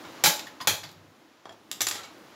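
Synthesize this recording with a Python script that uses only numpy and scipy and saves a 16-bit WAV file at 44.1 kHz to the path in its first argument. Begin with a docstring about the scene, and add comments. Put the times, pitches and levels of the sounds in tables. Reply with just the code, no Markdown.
"""Lighting a gas stove

In a small, hard-walled kitchen, over hiss and a low drone, a spark lighter snaps twice against the burner
and the gas catches with a soft flutter. The lighter is laid on the stone counter; a metal pan clanks and
scrapes on the grate as it is lifted. Each blow is a short rattle that rings metal and thuds below it."""
import sys
import numpy as np
from scipy import signal
from scipy.fft import rfft, irfft
from scipy.io import wavfile
from scipy.ndimage import uniform_filter1d

SR = 44100
rng = np.random.default_rng(int(sys.argv[2]) if len(sys.argv) > 2 else 0)


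def put_to_file(sound):
    """Save the sound as 16-bit audio at rate SR, in the file named by the first command-line argument."""
    columns = np.atleast_2d(sound).T  # one column per channel
    safe = np.clip(columns, -1, 1)
    whole_steps = np.round(safe * 32767)
    wavfile.write(sys.argv[1], SR, whole_steps.astype(np.int16))


N = 103635

# low modes of the stove top (frequency [Hz], level [dB], t60 [s])
STOVE_TOP_MODES = [(108.5, -43, 0.7), (292, -76, 0.23), (420, -72, 0.21)]
# spectrum of pan on grate (frequency [Hz], level [dB])
PAN_COLOUR = [(40, -30), (150, -9), (350, -1), (650, -2.5), (1300, 0), (1900, 4), (2700, 0.5), (3600, 8),
              (4400, 1), (5600, 4), (6500, -0.5), (7200, 7), (8200, -2.5), (8900, -12.5), (10000, -7.5),
              (11200, -1.5), (12600, -9), (15500, -11)]
PAN_WET_DB = -4


def amp(db):
    """Decibels to gain."""
    return 10 ** (np.asarray(db) / 20)


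def unit_rms(x):
    """Scale to rms 1."""
    return x / np.sqrt(np.mean(x ** 2) + 1e-20)


def log_interp(points, hz):
    """Read a table on a log-frequency axis."""
    knots_hz, values = np.transpose(points)
    return np.interp(np.log(hz + 1), np.log(knots_hz + 1), values)


def envelope(points):
    """Gain curve from (time [s], level [dB]) points."""
    return amp(np.interp(np.arange(N) / SR, *np.transpose(points)))


def add(mix, start_s, sound):
    """Mix a sound in at start_s."""
    part = mix[round(start_s * SR):][:len(sound)]
    part += sound[:len(part)]


def coloured(x, colour, tilt_db_oct=0, size=4096):
    """Minimum-phase filter with the given spectrum, tilted about 3 kHz."""
    hz = np.fft.rfftfreq(size, 1 / SR)
    octaves = np.log2(np.maximum(hz, 300) / 3000)
    gain = amp(log_interp(colour, hz) + tilt_db_oct * octaves)
    cepstrum = irfft(np.log(gain))
    cepstrum[1:size // 2] *= 2
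    cepstrum[size // 2 + 1:] = 0
    response = irfft(np.exp(rfft(cepstrum)))
    return signal.fftconvolve(x, response)[:len(x)]


def swell(x, length_s):
    """The start of x under a half-sine rise and fall."""
    n = round(length_s * SR)
    return x[:n] * np.sin(np.pi * np.arange(n) / n)


def wavering(hz, drift_rms_hz):
    """Unit-rms tone whose pitch wanders at random."""
    drift = unit_rms(uniform_filter1d(rng.standard_normal(N), size=400))
    return np.sqrt(2) * np.sin(2 * np.pi * np.cumsum(hz + drift_rms_hz * drift) / SR)


def rattle(decay_s, size=4096):
    """Dying burst of micro-contacts: near-flat spectrum, unit energy."""
    fade = np.exp(-np.arange(size) / SR / decay_s)
    x = rng.standard_normal(size) * fade
    for _ in range(5):
        x = irfft(np.exp(1j * np.angle(rfft(x))))  # flatten the spectrum
        local_rms = np.sqrt(abs(uniform_filter1d(x ** 2, size=64)) + 1e-12)
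        x = x * fade / local_rms
    return x / np.linalg.norm(x)


def ring(modes):
    """Impulse response of a struck body: a sum of dying sines."""
    t = np.arange(SR // 2) / SR
    return sum(amp(db) * 1000 ** (-t / t60_s) * np.sin(2 * np.pi * hz * t) for hz, db, t60_s in modes)


def kitchen(x, wet_db, rise_s=0.0016):
    """Direct sound, reflections from counter and wall, and a dense tail."""
    # tail decay (frequency [Hz], t60 [s])
    decay = [(100, 0.24), (500, 0.47), (1100, 0.31), (2000, 0.27), (4000, 0.33), (8000, 0.32),
             (15000, 0.24)]
    # tail spectrum (frequency [Hz], level [dB])
    colour = [(100, 0), (500, 0), (900, 3), (1400, -1.5), (2500, 2.5), (5000, 0.5), (8000, -2), (15000, 3)]
    # first reflections (delay [s], gain [linear])
    echoes = [(.0027, 0.36), (0.0117, .3), (0.0155, .2)]
    hz, t, bands = signal.stft(rng.standard_normal(SR), SR, nperseg=256)
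    bands *= 1000 ** (-t / log_interp(decay, hz)[:, None])
    tail = signal.istft(bands, SR, nperseg=256)[1]
    tail *= 1 - np.exp(-np.arange(len(tail)) / SR / rise_s)
    response = amp(wet_db) * coloured(tail / np.linalg.norm(tail), colour)
    response[0] += 1
    for delay_s, gain in echoes:
        response[round(delay_s * SR)] += gain
    return signal.fftconvolve(x, response)[:N] / 2


def blows(events, colour, modes, low_modes, wet_db, spot_half_width_hz=190, ripple_db=4.5):
    """Short rattles, coloured by the struck spot, that ring the metal and thud into what lies under it."""
    cracks, rings = np.zeros((2, N))
    metal, body = ring(modes), ring(low_modes)
    hz = np.fft.rfftfreq(4096, 1 / SR)
    knots_hz = np.linspace(0, SR / 2, 80)
    for start_s, db, tilt_db_oct, rattle_s, ring_db, thud_db, spot_hz, boost_db in events:
        contact = amp(db) * rattle(rattle_s)
        ripple = np.interp(hz, knots_hz, rng.uniform(-1, 1, len(knots_hz)))
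        resonance_db = boost_db / (1 + ((hz - spot_hz) / spot_half_width_hz) ** 2)
        spectrum_db = log_interp(colour, hz) + resonance_db + ripple_db * ripple
        add(cracks, start_s, coloured(contact, np.c_[hz, spectrum_db], tilt_db_oct))
        response = amp(ring_db) * metal + amp(thud_db) * body
        add(rings, start_s, signal.fftconvolve(contact, response))
    return kitchen(cracks, wet_db) + rings / 2


def room_drone():
    """Low noise of the room, drifting in level."""
    # drone spectrum (frequency [Hz], level [dB])
    colour = [(25, -55), (60, -20), (105, -15), (170, -11.5), (250, -6.5), (315, -1), (420, -12),
              (800, -14.5), (4000, -36)]
    # drone envelope (time [s], level [dB])
    levels = [(0, -47), (.45, -53), (.8, -58.5), (1.25, -59.5), (1.42, -64), (1.8, -54), (2.08, -58),
              (2.19, -50.5), (2.35, -57)]
    return envelope(levels) * unit_rms(coloured(rng.standard_normal(N), colour))


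def hiss():
    """Broad noise of gas and kitchen, drifting in level."""
    # hiss spectrum (frequency [Hz], level [dB])
    colour = [(25, -35), (80, -1), (200, -18), (500, 2), (1200, 2.5), (2200, -3), (4000, -6), (7200, -12.5),
              (8700, -31.5), (9700, -29.5), (10800, -18), (13000, -28), (15500, -29)]
    # hiss envelope (time [s], level [dB])
    levels = [(0, -48.5), (.22, -47), (.42, -48.5), (.56, -54.5), (.9, -57), (1.1, -61), (1.42, -60.5),
              (1.7, -60.5), (2.0, -47), (2.2, -56), (2.35, -53.5)]
    return envelope(levels) * unit_rms(coloured(rng.standard_normal(N), colour))


def flame(hum_hz=99.8, rush_db=-2.5):
    """Gas catches in a few flares, each a wavering hum plus a low rush."""
    # flares (start [s], length [s], level [dB])
    flares = [(.68, 0.079, -41), (.74, 0.19, -55.5), (.93, .13, -56), (1.03, 0.11, -60)]
    # rush spectrum (frequency [Hz], level [dB])
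    colour = [(30, -22), (70, -25), (150, 16), (220, -15), (500, -29), (2000, -66), (16000, -67)]
    out = np.zeros(N)
    for start_s, length_s, db in flares:
        hum = wavering(hum_hz, drift_rms_hz=8)
        rush = amp(rush_db) * unit_rms(coloured(rng.standard_normal(N), colour))
        add(out, start_s, amp(db) * swell(hum + rush, length_s))
    return out


def pan_scrapes(slips_per_s=2400, spread_db=9):
    """The pan slides on the grate in tiny random slips, with a squeak."""
    # slides (start [s], length [s], level [dB], squeak pitch [Hz], squeak level [dB])
    slides = [(1.915, 0.073, -35, 830, -48), (1.972, 0.037, -40, 1328, -39.5),
              (2.037, 0.027, -47.5, 2226, -43)]
    out = np.zeros(N)
    for start_s, length_s, db, squeak_hz, squeak_db in slides:
        slipping = rng.random(N) < slips_per_s / SR
        slips = slipping * rng.standard_normal(N) * amp(spread_db * rng.random(N))
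        friction = amp(db) * unit_rms(coloured(slips, PAN_COLOUR, tilt_db_oct=-1.2))
        squeak = amp(squeak_db) * wavering(squeak_hz, drift_rms_hz=11.5)
        add(out, start_s, swell(friction + squeak, length_s))
    return kitchen(out, PAN_WET_DB)


def pan_clanks():
    """The pan strikes the grate and rings; the stove top booms."""
    # clanks (time [s], level [dB], tilt [dB/oct], rattle [s], ring [dB], thud [dB], spot [Hz], boost [dB])
    clanks = [(1.7145, 0, 1.4, 0.0013, -11.5, -39, 3330, 1.5),
              (1.8066, 7.5, -0.2, 0.0067, -9.5, -7, 3900, 4),
              (1.8166, 4.5, 3.5, 0.0043, -29, -8, 6090, 12.5),
              (1.8685, 6.5, 0.3, 0.0045, -19, -5, 6950, 9.5),
              (1.8865, 0, 3.5, 0.0026, -5.5, -2, 11040, 8.5), (1.9112, 1.5, 0, 0.0045, -11, -4, 4700, 8),
              (1.9555, -10.5, -2, 0.0066, -1, -14, 3950, 8),
              (2.0330, -16, -0.5, 0.0089, 0.5, -10, 4020, 9.5)]
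    # pan modes (frequency [Hz], level [dB], t60 [s])
    pan_modes = [(890, -39, 0.083), (1235, -32, 0.23), (2240, -47, 0.18), (2825, -28, 0.1),
                 (3170, -38, 0.36), (3670, -46, 0.089), (3925, -48, 0.11), (4795, -58, .2),
                 (4890, -29, 0.14), (5300, -43, 0.19), (5970, -25, 0.068), (7560, -34, 0.15),
                 (6600, -34, 0.18), (10960, -53, 0.17)]
    return blows(clanks, PAN_COLOUR, pan_modes, STOVE_TOP_MODES, PAN_WET_DB)


def lighter_laid_down():
    """The lighter knocks on the counter; its tube rings and the stove top beside it booms."""
    # knocks (time [s], level [dB], tilt [dB/oct], rattle [s], ring [dB], thud [dB], spot [Hz], boost [dB])
    knocks = [(1.4552, -7.5, -2, 0.0033, -7, -6, 740, 5.5), (1.4928, -10, -2, .004, 0.5, -12, 3345, 2.5),
              (1.510, -16, -4.5, 0.0084, -4, 6, 3300, 6), (1.522, -18.5, 4.5, .005, 2, -10, 3345, 6)]
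    # knock spectrum (frequency [Hz], level [dB])
    colour = [(40, -33), (200, -0.5), (650, -0.5), (1100, 5), (1800, -6), (2500, -12), (5500, -6.5),
              (7300, -19), (8800, -22), (15000, -27)]
    # tube modes (frequency [Hz], level [dB], t60 [s])
    tube_modes = [(675, -30, 0.14), (1733, -31, 0.04), (3296, -26.5, 0.049), (5000, -45, 0.04),
                  (7170, -41, 0.072), (10300, -62, 0.11)]
    return blows(knocks, colour, tube_modes, STOVE_TOP_MODES, wet_db=-3)


def lighter_strikes():
    """Two snaps against the burner amid small trigger clicks; all thud into the stove's body."""
    # two snaps, the first held for about 30 ms by closely overlapping bursts; trigger clicks
    # (time [s], level [dB], tilt [dB/oct], rattle [s], ring [dB], thud [dB], spot [Hz], boost [dB])
    snaps = [(.2384, 16.5, 0.5, 0.01, -9.5, -10.5, 7370, 10.5),
             (.2470, 4.5, 0.2, 0.014, 1.5, -12.5, 4130, 18), (.2590, 14, 1, 0.011, -0.5, -5, 1580, 8.5),
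             (.2715, -4, 6.5, 0.011, -22.5, 4, 11800, 1), (.6727, 14, 1, 0.0069, -6.5, -9, 3290, 5)]
    clicks = [(0.0498, -12.5, -5.5, 0.012, -17, -7, 3730, 4.1), (.393, -1, 0.1, 0.0049, -17, -9.5, 4940, 5),
              (.4660, -21, 2, 0.0047, -12, -10, 11900, 6), (.469, -12.5, -0.5, 0.0079, -2.5, -6, 1770, 20),
              (.603, -8, -5.8, 0.0082, -23.5, -25, 1020, 6.5), (.610, -3, -1.9, .010, -1, -7, 4960, 7.5),
              (.618, -14, 3.5, .009, 5, -14, 10400, 7.7), (.650, -28.5, -13.5, 0.001, 5, -14, 11900, 8),
              (.833, -5, -1.5, 0.019, -18, -20, 2000, 9.5), (.838, -7.5, -4, 0.0062, -17, 3, 4700, 14),
              (.891, -17.5, 0, .004, -23, -15, 3990, 4.9), (0.915, -27.5, 6, 0.0022, -4, 16, 12000, 7.1)]
    # their spectra (frequency [Hz], level [dB])
    snap_colour = [(30, -35), (120, -17), (400, 1), (800, 5.5), (1200, 2), (2300, 3), (2850, -0.5),
                   (3500, 5.5), (4500, 1), (6400, 2), (7200, 4), (8000, -5), (8900, -6.5), (10000, -4.5),
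                   (12000, -3.5), (15500, -10)]
    click_colour = [(30, -27.5), (150, -11.5), (450, -16), (900, 3), (1900, 0), (3600, 4), (5200, 0),
                    (7000, 0), (8800, -15.5), (11500, -7.5), (15500, -15)]
    # modes of lighter and burner; trigger and spring; stove body (frequency [Hz], level [dB], t60 [s])
    burner_modes = [(572, -41.5, 0.29), (866, -37.5, 0.09), (848, -37, 0.47), (867, -35.5, .16),
                    (1395, -44, .14), (1652, -34, 0.22), (1861, -44, 0.38), (2360, -36, .34),
                    (2564, -39, 0.37), (3540, -54.5, .2), (4086, -49, 0.16), (4170, -43, .24),
                    (4986, -39, 0.29), (5582, -57, .2)]
    spring_modes = [(1096, -33, .08), (1890, -31, 0.065), (3460, -31, 0.055), (4980, -30, 0.074),
                    (6650, -36, 0.063), (10700, -39, 0.11), (14300, -41, .07)]
    body_modes = [(104.8, -63, 1), (178, -33, 0.11), (316, -36, .13), (364, -49, 0.36)]
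    snapping = blows(snaps, snap_colour, burner_modes, body_modes, wet_db=1)
    clicking = blows(clicks, click_colour, spring_modes, body_modes, wet_db=-4.5)
    return snapping + clicking


def scene():
    """All sources, mono."""
    lighter = lighter_strikes() + lighter_laid_down()
    pan = pan_scrapes() + pan_clanks()
    return (lighter + pan + flame() + hiss() + room_drone())[None]


def record(dry, low_cut_hz=87, band_limit_hz=15780):
    """Microphone bass roll-off, then a steep band limit."""
    highpass = signal.butter(2, low_cut_hz, "highpass", fs=SR, output="sos")
    lowpass = signal.firwin(401, band_limit_hz, window=("kaiser", 8), fs=SR)
    return signal.oaconvolve(signal.sosfilt(highpass, dry), lowpass[None], "same")


dry = scene()
out = record(dry)
put_to_file(out)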